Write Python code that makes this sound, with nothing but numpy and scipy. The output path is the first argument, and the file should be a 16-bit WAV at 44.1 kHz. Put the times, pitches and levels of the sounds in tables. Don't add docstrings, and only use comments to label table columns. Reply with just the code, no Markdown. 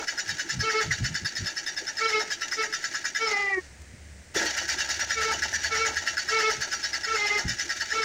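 import sys
import numpy as np
from scipy.fft import rfft, irfft, next_fast_len
from scipy.io import wavfile
from scipy.ndimage import uniform_filter1d, minimum_filter1d, map_coordinates

SR = 44100
rng = np.random.default_rng(int(sys.argv[2]) if len(sys.argv) > 2 else 0)


def log_audio(samples):
    frames = np.atleast_2d(samples).T
    limited = np.clip(frames, -1, 1)
    pcm = np.round(limited * 32767).astype(np.int16)
    wavfile.write(sys.argv[1], SR, pcm)


N = 354563


def amp(db):
    return 10 ** (np.asarray(db) / 20)


def unit(x):
    return x / np.sqrt(np.mean(x ** 2) + 1e-20)


def colour(points):
    hz_points, db = np.transpose(points)
    return lambda hz: amp(np.interp(np.log(hz + 1), np.log(hz_points), db))


def body(modes, spread_db=0, count=1):
    hz, width, db = np.transpose(modes)
    signs = (-1) ** np.arange(len(hz))
    gains = signs * amp(db + spread_db * rng.standard_normal((count, len(hz))))

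    def skirt(f):
        return 1 / (1 + 1j * f / (0.6 * hz.max())) ** 2

    def ring(f):
        damping = 1j * f * width[:, None]
        return damping / (hz[:, None] ** 2 - f * f + damping)

    return lambda f: np.squeeze((gains / np.abs(skirt(hz))) @ ring(f)) * skirt(f)


def filtered(x, response):
    n = x.shape[-1]
    m = next_fast_len(n + SR // 8)
    spectrum = rfft(x, m) * response(np.fft.rfftfreq(m, 1 / SR))
    return irfft(spectrum, m)[..., :n]


def noise(response):
    return unit(filtered(rng.standard_normal(N), response))


def wobble(rate_hz, size=N):
    knots = rng.standard_normal(int(size * rate_hz / SR) + 4)
    return map_coordinates(knots, [np.arange(size) * rate_hz / SR])


def gate(start, end, rise, fall):
    t = np.arange(N) / SR
    return np.clip(1 + np.minimum((t - start) / rise, (end - t) / fall), 0, 1) ** 2


def curve(rows, axis=1):
    rows = np.asarray(rows)
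    return np.interp(np.arange(N) / SR, rows[:, 0], rows[:, axis])


def placed(times, sounds, db, length):
    out = np.zeros(N + SR)
    for s, sound, gain in zip(times, sounds, amp(db)):
        scale = np.sqrt(length * SR / np.sum(sound ** 2))
        out[round(s * SR):][:len(sound)] += gain * sound * scale
    return out[:N]


def bursts(events, response):
    t = np.arange(N) / SR
    source = noise(response)
    out = np.zeros(N)
    for s, db, length in events:
        near = np.abs(t - s) < 2 * length
        swell = np.exp(-2 * ((t[near] - s) / length) ** 2)
        puff = source[near] * swell
        out[near] += amp(db) * puff * np.linalg.norm(swell) / np.linalg.norm(puff)
    return out


def contacts(shape, rate_hz, grit):
    clicks = (rng.random(shape) < rate_hz / SR) * rng.standard_normal(shape)
    return unit(clicks) + grit * rng.standard_normal(shape)


# (frequency [Hz], width [Hz], level [dB])
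COVER_MODES = [(1600, 44, -6), (1854, 56, 6), (2344, 33, -1), (2744, 25, 0.5), (2982, 31, 3),
               (3173, 21, -1.5), (3507, 46, -4), (3646, 49, -1.5), (3725, 21, 3), (3887, 44, 2),
               (4500, 84, 7.5), (4675, 150, 2), (5140, 67, -9), (5180, 223, 0.5), (5300, 19, -13),
               (5750, 18, 11), (5950, 64, 5.5), (6150, 66, 2.5), (6430, 170, -5), (6490, 31, 2),
               (6940, 97, 3), (6760, 33, 3.5), (7400, 45, -7)]
# (frequency [Hz], level [dB])
CLATTER_SPECTRUM = [(300, -33), (600, -4.5), (1100, -18), (1450, 0), (2100, -1), (2500, -1.5), (4200, -4.5),
                    (6000, 0.5), (7000, -4.5), (8500, -15), (10000, -24), (13600, -29), (15500, -27)]


def casing(x, broad_db, spread_db=0):
    modes = body(COVER_MODES, spread_db, count=len(np.atleast_2d(x)))
    sharp = unit(filtered(x, modes))
    dense = unit(filtered(x, colour(CLATTER_SPECTRUM)))
    return sharp + amp(broad_db) * dense


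# (time [s], case knock [dB], steel ring [dB], rattle [dB])
CRANKING_ATTEMPTS = [
    [(.071, -31, -36, -35), (.592, -31.5, -33, -36.5), (.906, -26, -44, -33), (1.036, -30.5, -32.5, -34.5),
     (1.458, -32.5, -33.5, -37), (1.969, -34, -30.5, -40.5), (2.302, -32.5, -35.5, -34.5),
     (3.148, -28.5, -35, -35.5), (3.263, -44, -29.5, -46)],
    [(4.351, -29.5, -37, -30), (4.448, -33, -41, -33), (4.68, -33, -36, -31.5), (5.096, -29.5, -34.5, -34),
     (5.741, -28, -41, -33), (6.276, -29.5, -31.5, -35.5), (6.605, -31, -39, -33),
     (6.828, -31.5, -31.5, -35), (7.033, -32, -32, -38.5), (7.374, -33, -33, -32),
     (7.903, -28.5, -34, -38.5), (8.018, -30, -33, -39)],
]
STROKE_S = .107


def compressions():
    rows = []
    for attempt in CRANKING_ATTEMPTS:
        for here, there in zip(attempt, attempt[1:]):
            count = max(1, round((there[0] - here[0]) / STROKE_S))
            rows.extend(np.linspace(here, there, count, endpoint=False))
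        rows.append(attempt[-1])
    return np.transpose(rows)


RELEASE_S, RESTART_S = 3.333, 4.35
SETTLE_S = 2.5


def freshness(t):
    second_attempt = t > RELEASE_S + (RESTART_S - RELEASE_S) / 2
    return second_attempt * np.exp(-np.abs(t - RESTART_S) / SETTLE_S)


# (frequency [Hz], width [Hz], level [dB])
CASE_MODES = [(1344, 17, -8), (1478, 75, -11.5), (1665.6, 35, 1), (1780, 31.4, -4), (1884, 31, -3),
              (2019, 48, -8), (2730, 10.7, -10.5), (3030, 30, -19.5)]
# (frequency [Hz], width [Hz], level [dB])
STEEL_MODES = [(3620, 17, -12.5), (5050, 65, -16.5), (5130, 47, -2), (5287, 24, 1.5), (10860, 110, -35),
               (12400, 250, -53)]
# (frequency [Hz], level [dB])
TICK_SPECTRUM = [(500, -16), (1600, -2), (8500, -1.5), (9600, -12), (12500, -9.5), (13700, -28),
                 (14500, -13)]
TICK_DB, FRESH_TICK_DB = -10, 2.5
SLIP_SOFTENS_DB = 1


def strokes():
    s, *levels = compressions()
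    count = len(s)
    slipping = sum((s > start) & (s < end) for start, end, *_ in DRIVE_SLIPS)
    scatter_db = [[1.0], [1.5], [0.6]] * rng.standard_normal((len(levels), count))
    knock_db, ring_db, rattle_db = levels - SLIP_SOFTENS_DB * slipping + scatter_db
    tick_db = rattle_db + TICK_DB + FRESH_TICK_DB * freshness(s)
    t = np.arange(SR // 6) / SR
    shape = (count, len(t))

    def swell(peak_s, order):
        return (t / peak_s * np.exp(1 - t / peak_s)) ** order

    def scrape(peak_s):
        return unit(contacts(shape, 2500, 0.69) * swell(peak_s, order=2))

    blows = np.zeros(shape)
    for delay_s, db in [(.0005, -0.5), (.0098, 0.5), (.018, -3.5)]:
        at_s = np.abs(delay_s * (1 + .1 * rng.standard_normal(count)))
        index = np.round(at_s * SR).astype(int)
        blows[np.arange(count), index] += amp(db + 3.6 * rng.standard_normal(count))
    blows = unit(blows)

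    case = body(CASE_MODES, spread_db=3.5, count=count)
    knock = filtered(0.64 * blows + scrape(0.013), case)
    steel = body(STEEL_MODES, spread_db=4.5, count=count)
    ring = filtered(blows + 0.58 * scrape(0.011), steel)
    tick = filtered(contacts(shape, 2500, 0.48) * swell(0.009, order=1), colour(TICK_SPECTRUM))
    chatter_swell = swell(0.025, order=4) + 1.7 * swell(0.02, order=2)
    chatter = contacts(shape, 2200, 1.0) * chatter_swell
    rattle = casing(chatter, broad_db=-8, spread_db=4.5)
    return (placed(s, knock, knock_db, 0.035) + placed(s, ring, ring_db, 0.026)
            + placed(s, tick, tick_db, 0.015) + placed(s, rattle, rattle_db, 0.064))


# (frequency [Hz], level [dB])
GROWL_SPECTRUM = [(130, -16), (240, -6), (340, -2.5), (450, -9), (610, 0.5), (760, 0), (885, 7),
                  (1080, -16), (1400, 3.5), (2500, -37.5)]
RUSTLE_DB, GROWL_DB = -42, -55
FRESH_RUSTLE_DB, FRESH_GROWL_DB = 8.5, 12
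LULL_S, LULL_DB = 0.052, 2


def gears():
    t, s = np.arange(N) / SR, compressions()[0]
    turning = (gate(0, RELEASE_S, rise=.022, fall=0.53)
               + gate(RESTART_S, t[-1], rise=0.017, fall=.02))
    fresh = freshness(t)
    following = s[np.minimum(np.searchsorted(s, t), len(s) - 1)]
    ahead_s = np.abs(following - t)
    lull = amp(-LULL_DB * np.exp(-(ahead_s / LULL_S) ** 2))
    cover_rustle = unit(casing(contacts(N, 1500, 0.66), broad_db=0.5))
    rustle = cover_rustle + amp(-3.5) * noise(body(CASE_MODES))
    growl = unit(filtered(contacts(N, 500, 0.78), colour(GROWL_SPECTRUM)))
    rustle_gain = amp(RUSTLE_DB + FRESH_RUSTLE_DB * fresh + 2.3 * wobble(70))
    growl_gain = amp(GROWL_DB + FRESH_GROWL_DB * fresh + 3.7 * wobble(35))
    return turning * lull * (rustle * rustle_gain + growl * growl_gain)


# (frequency [Hz], width [Hz], level [dB])
WHIRR_RESONANCES = [(371.4, 5.5, -30.5), (434.7, 18, -34), (1326, 64, -31.5), (1927, 55, -28),
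                    (2048, 143, -28.5), (2310, 64, -32)]


def lifted(hz):
    centre, width, db = np.transpose(WHIRR_RESONANCES)[..., None]
    power = amp(db) ** 2 / (1 + (2 * (hz - centre) / width) ** 2)
    return np.sqrt(np.sum(power, axis=0))


# (frequency [Hz], level [dB])
OVERTONE_SPECTRUM = [(740, -16), (800, -8), (845, -5.5), (890, -15.5), (1550, -22.5), (1780, -8.5),
                     (2400, -8), (2750, -11.5), (3600, -17), (4050, -13.5), (4500, -15.5), (5300, -10.5),
                     (7500, -39)]
GRIP_LAG_S, GRIP_S, GRIP_DB = 0.0291, 0.02107, 8.5
GRIP_SLOWS = .025
RASP_GRIP_DB, FRESH_RASP_DB = 6.5, 5


def whirr(on, speed_hz, flutter_db):
    live = on > 0
    size = live.sum()
    live_s = np.flatnonzero(live) / SR
    since_s = live_s - compressions()[0][:, None]
    grip = np.exp(-((since_s - GRIP_LAG_S) / GRIP_S) ** 2).max(axis=0)
    pace_hz = speed_hz[live] * (1 - GRIP_SLOWS * grip + .004 * wobble(35, size=size))
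    mesh_hz = pace_hz * (1 + .005 * wobble(300, size=size))
    phase = 2 * np.pi * np.cumsum(mesh_hz) / SR

    strong = {k: lifted(k * pace_hz) for k in (1, 3, 5)}
    force = np.sqrt(sum(g ** 2 for g in strong.values()))
    bite = np.clip((mesh_hz - 372) / 45, .05, 1) ** 2
    cover_rasp = unit(casing(contacts(size, 2500, 0.98), broad_db=0.5))
    growl = unit(filtered(rng.standard_normal(size), colour(GROWL_SPECTRUM)))
    rasp = cover_rasp + amp(-7.5) * growl
    rasp_gain = amp(-16 + RASP_GRIP_DB * grip + FRESH_RASP_DB * freshness(live_s))
    buzz = rasp_gain * force * bite * rasp * (1 + 0.61 * np.cos(phase))

    choke = amp(-GRIP_DB * grip)
    for k in range(1, 14):
        drift, jitter = wobble(70, size=size), wobble(260, size=size)
        if k in strong:
            gain = strong[k] * amp(2.5 + flutter_db * drift)
            rough = 0.078 * k
        else:
            gain = force * colour(OVERTONE_SPECTRUM)(mesh_hz * k)
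            gain = gain * amp(-3.5 + 1.49 * flutter_db * drift)
            gain = gain * bite ** np.clip((k - 6) / 2, 0, 1)
            rough = .16 * k
        roughness = rough * jitter * (0.54 + 1.65 * grip)
        tone = np.sin(k * phase + roughness + 2 * np.pi * rng.random())
        buzz += np.sqrt(2) * gain * choke * tone
    out = np.zeros(N)
    out[live] = on[live] * buzz
    return out


# (start [s], end [s], mesh rate [Hz],
# mesh rate after next compression [Hz], relative level [dB], catching grind level [dB])
DRIVE_SLIPS = [(-.05, 0.002, 444.5, 444, -8, -38.5), (0.639, 0.822, 445.5, 437.6, 0, -43),
               (2.015, 2.206, 450.5, 431.5, 1.5, -38.5), (2.592, 2.636, 442, 435, 0, -43),
               (3.215, 3.305, 449.5, 429.5, 1.5, -42.5), (5.176, 5.315, 450, 444, -1.5, -35),
               (5.726, 5.888, 443.6, 449.7, 1, -38.5), (6.327, 6.495, 447, 437.5, 3.5, -37.5),
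               (7.087, 7.386, 448, 415, -1.2, -38), (7.944, 8.044, 446, 430, 0, -48)]
GRIND_LAG_S, GRIND_S = 0.018, 0.044
AFTER_RING_DB, AFTER_RING_S = -13.5, 0.23


def slips():
    t, s = np.arange(N) / SR, compressions()[0]
    grinds = [(end + GRIND_LAG_S, grind_db, GRIND_S) for _, end, *_, grind_db in DRIVE_SLIPS]
    out = bursts(grinds, colour(GROWL_SPECTRUM))
    for start, end, free_hz, loaded_hz, db, _ in DRIVE_SLIPS:
        load_s = s[np.argmax(s > start)]
        speed_hz = np.interp(t, [load_s, load_s + 2 * GRIP_LAG_S], [free_hz, loaded_hz])
        free = gate(start, end, rise=.035, fall=0.047)
        after = amp(AFTER_RING_DB) * gate(start, end, rise=0.038, fall=AFTER_RING_S)
        out += amp(db) * whirr(np.maximum(free, after), speed_hz, flutter_db=3.0)
    return out


# (time [s], mesh rate [Hz])
COAST_SPEED = [(3.32, 414), (3.352, 407), (3.36, 403.6), (3.396, 408), (3.466, 396.8), (3.502, 395.4),
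               (3.59, 368.7)]
COAST_DB = -1.5


def coast():
    on = gate(COAST_SPEED[0][0], COAST_SPEED[-1][0], rise=.035, fall=0.028)
    return amp(COAST_DB) * whirr(on, curve(COAST_SPEED), flutter_db=2.35)


ENGAGE_LAG_S, ENGAGE_S = .072, .048
ENGAGE_GRIND_DB, ENGAGE_KNOCK_DB, ENGAGE_CLATTER_DB = -34.5, -29, -32


def engage():
    s = RESTART_S + ENGAGE_LAG_S
    parts = [(ENGAGE_GRIND_DB, colour(GROWL_SPECTRUM)), (ENGAGE_KNOCK_DB, body(CASE_MODES)),
             (ENGAGE_CLATTER_DB, colour(CLATTER_SPECTRUM))]
    return sum(bursts([(s, db, ENGAGE_S)], response) for db, response in parts)


# (frequency [Hz], width [Hz], level [dB])
SQUEAK_MODE = [(2020, 18, 4)]
# (time [s], level [dB], half-length [s])
SQUEAK_EVENTS = [(.915, -22, 0.0089)]
# (frequency [Hz], width [Hz], level [dB])
LOW_MODES = [(309, 17, 4), (460, 190, -2), (700, 27, -6)]
# (time [s], level [dB], half-length [s])
LOW_KNOCK_EVENTS = [(1.825, -42.5, 0.023), (4.37, -27.5, 0.015), (4.425, -34.5, 0.067)]
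# (time [s], level [dB], half-length [s])
TICK_EVENTS = [(3.82, -50, .005), (4.347, -38, .004)]


def snags():
    return (bursts(SQUEAK_EVENTS, body(SQUEAK_MODE)) + bursts(LOW_KNOCK_EVENTS, body(LOW_MODES))
            + bursts(TICK_EVENTS, colour(TICK_SPECTRUM)))


def intake():
    s = compressions()[0]
    t = np.arange(SR // 6) / SR
    draw = rng.standard_normal((len(s), len(t))) * np.exp(-((t - .078) / 0.033) ** 2)
    air_box = body([(352.3, 93, 0)])
    gulps = filtered(draw, lambda f: air_box(f) ** 2)
    scatter_db = 3.5 * rng.standard_normal(len(s))
    return placed(s, gulps, -52.5 + scatter_db, 0.03)


# (time [s], level [dB], half-length [s])
THUMP_EVENTS = [(.32, -43.5, .05), (.59, -31.5, 0.065), (.9, -34, 0.076), (1.03, -26, 0.039),
                (1.12, -37, 0.057), (1.24, -37.5, .04), (1.425, -33.5, 0.046), (3.945, -42.5, 0.02),
                (6.59, -44, 0.038), (7.462, -28, 0.016), (7.5, -36.5, 0.046)]
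# (frequency [Hz], level [dB])
THUD_SPECTRUM = [(20, -44), (50, -9.5), (100, 0.5), (160, -3.5), (250, -13), (400, -29), (1000, -75)]


def thumps():
    return bursts(THUMP_EVENTS, colour(THUD_SPECTRUM))


# (frequency [Hz], level [dB])
AIR_SPECTRUM = [(130, 3.5), (600, 1), (1100, -9), (1900, 3), (3400, -10), (6000, -5), (8700, -8),
                (11000, -26.5), (13600, -30), (15500, -21)]
# (frequency [Hz], level [dB])
HUM_SPECTRUM = [(25, -43), (48, -32), (70, 0), (115, -17.5), (200, -21.5), (600, -70)]
# (time [s], level [dB])
HUM_LEVELS = [(3.3, -68), (3.7, -50), (4.1, -47.5), (4.5, -55), (5.6, -46.5), (6.3, -57.5)]


def outdoors():
    hiss = amp(-52.5) * noise(colour(AIR_SPECTRUM))
    hum = amp(curve(HUM_LEVELS)) * noise(colour(HUM_SPECTRUM))
    return hiss + hum


def scene():
    starter = strokes() + gears() + slips() + coast() + engage() + snags()
    return (starter + intake() + thumps() + outdoors())[None]


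TOP_HZ = 15800


def record(dry):
    needed = np.minimum(1, amp(-14.5) / (np.abs(dry) + 1e-9))
    gain = uniform_filter1d(minimum_filter1d(needed, size=300), size=300)
    return filtered(dry * gain, lambda hz: hz < TOP_HZ)


dry = scene()
out = record(dry)
log_audio(out)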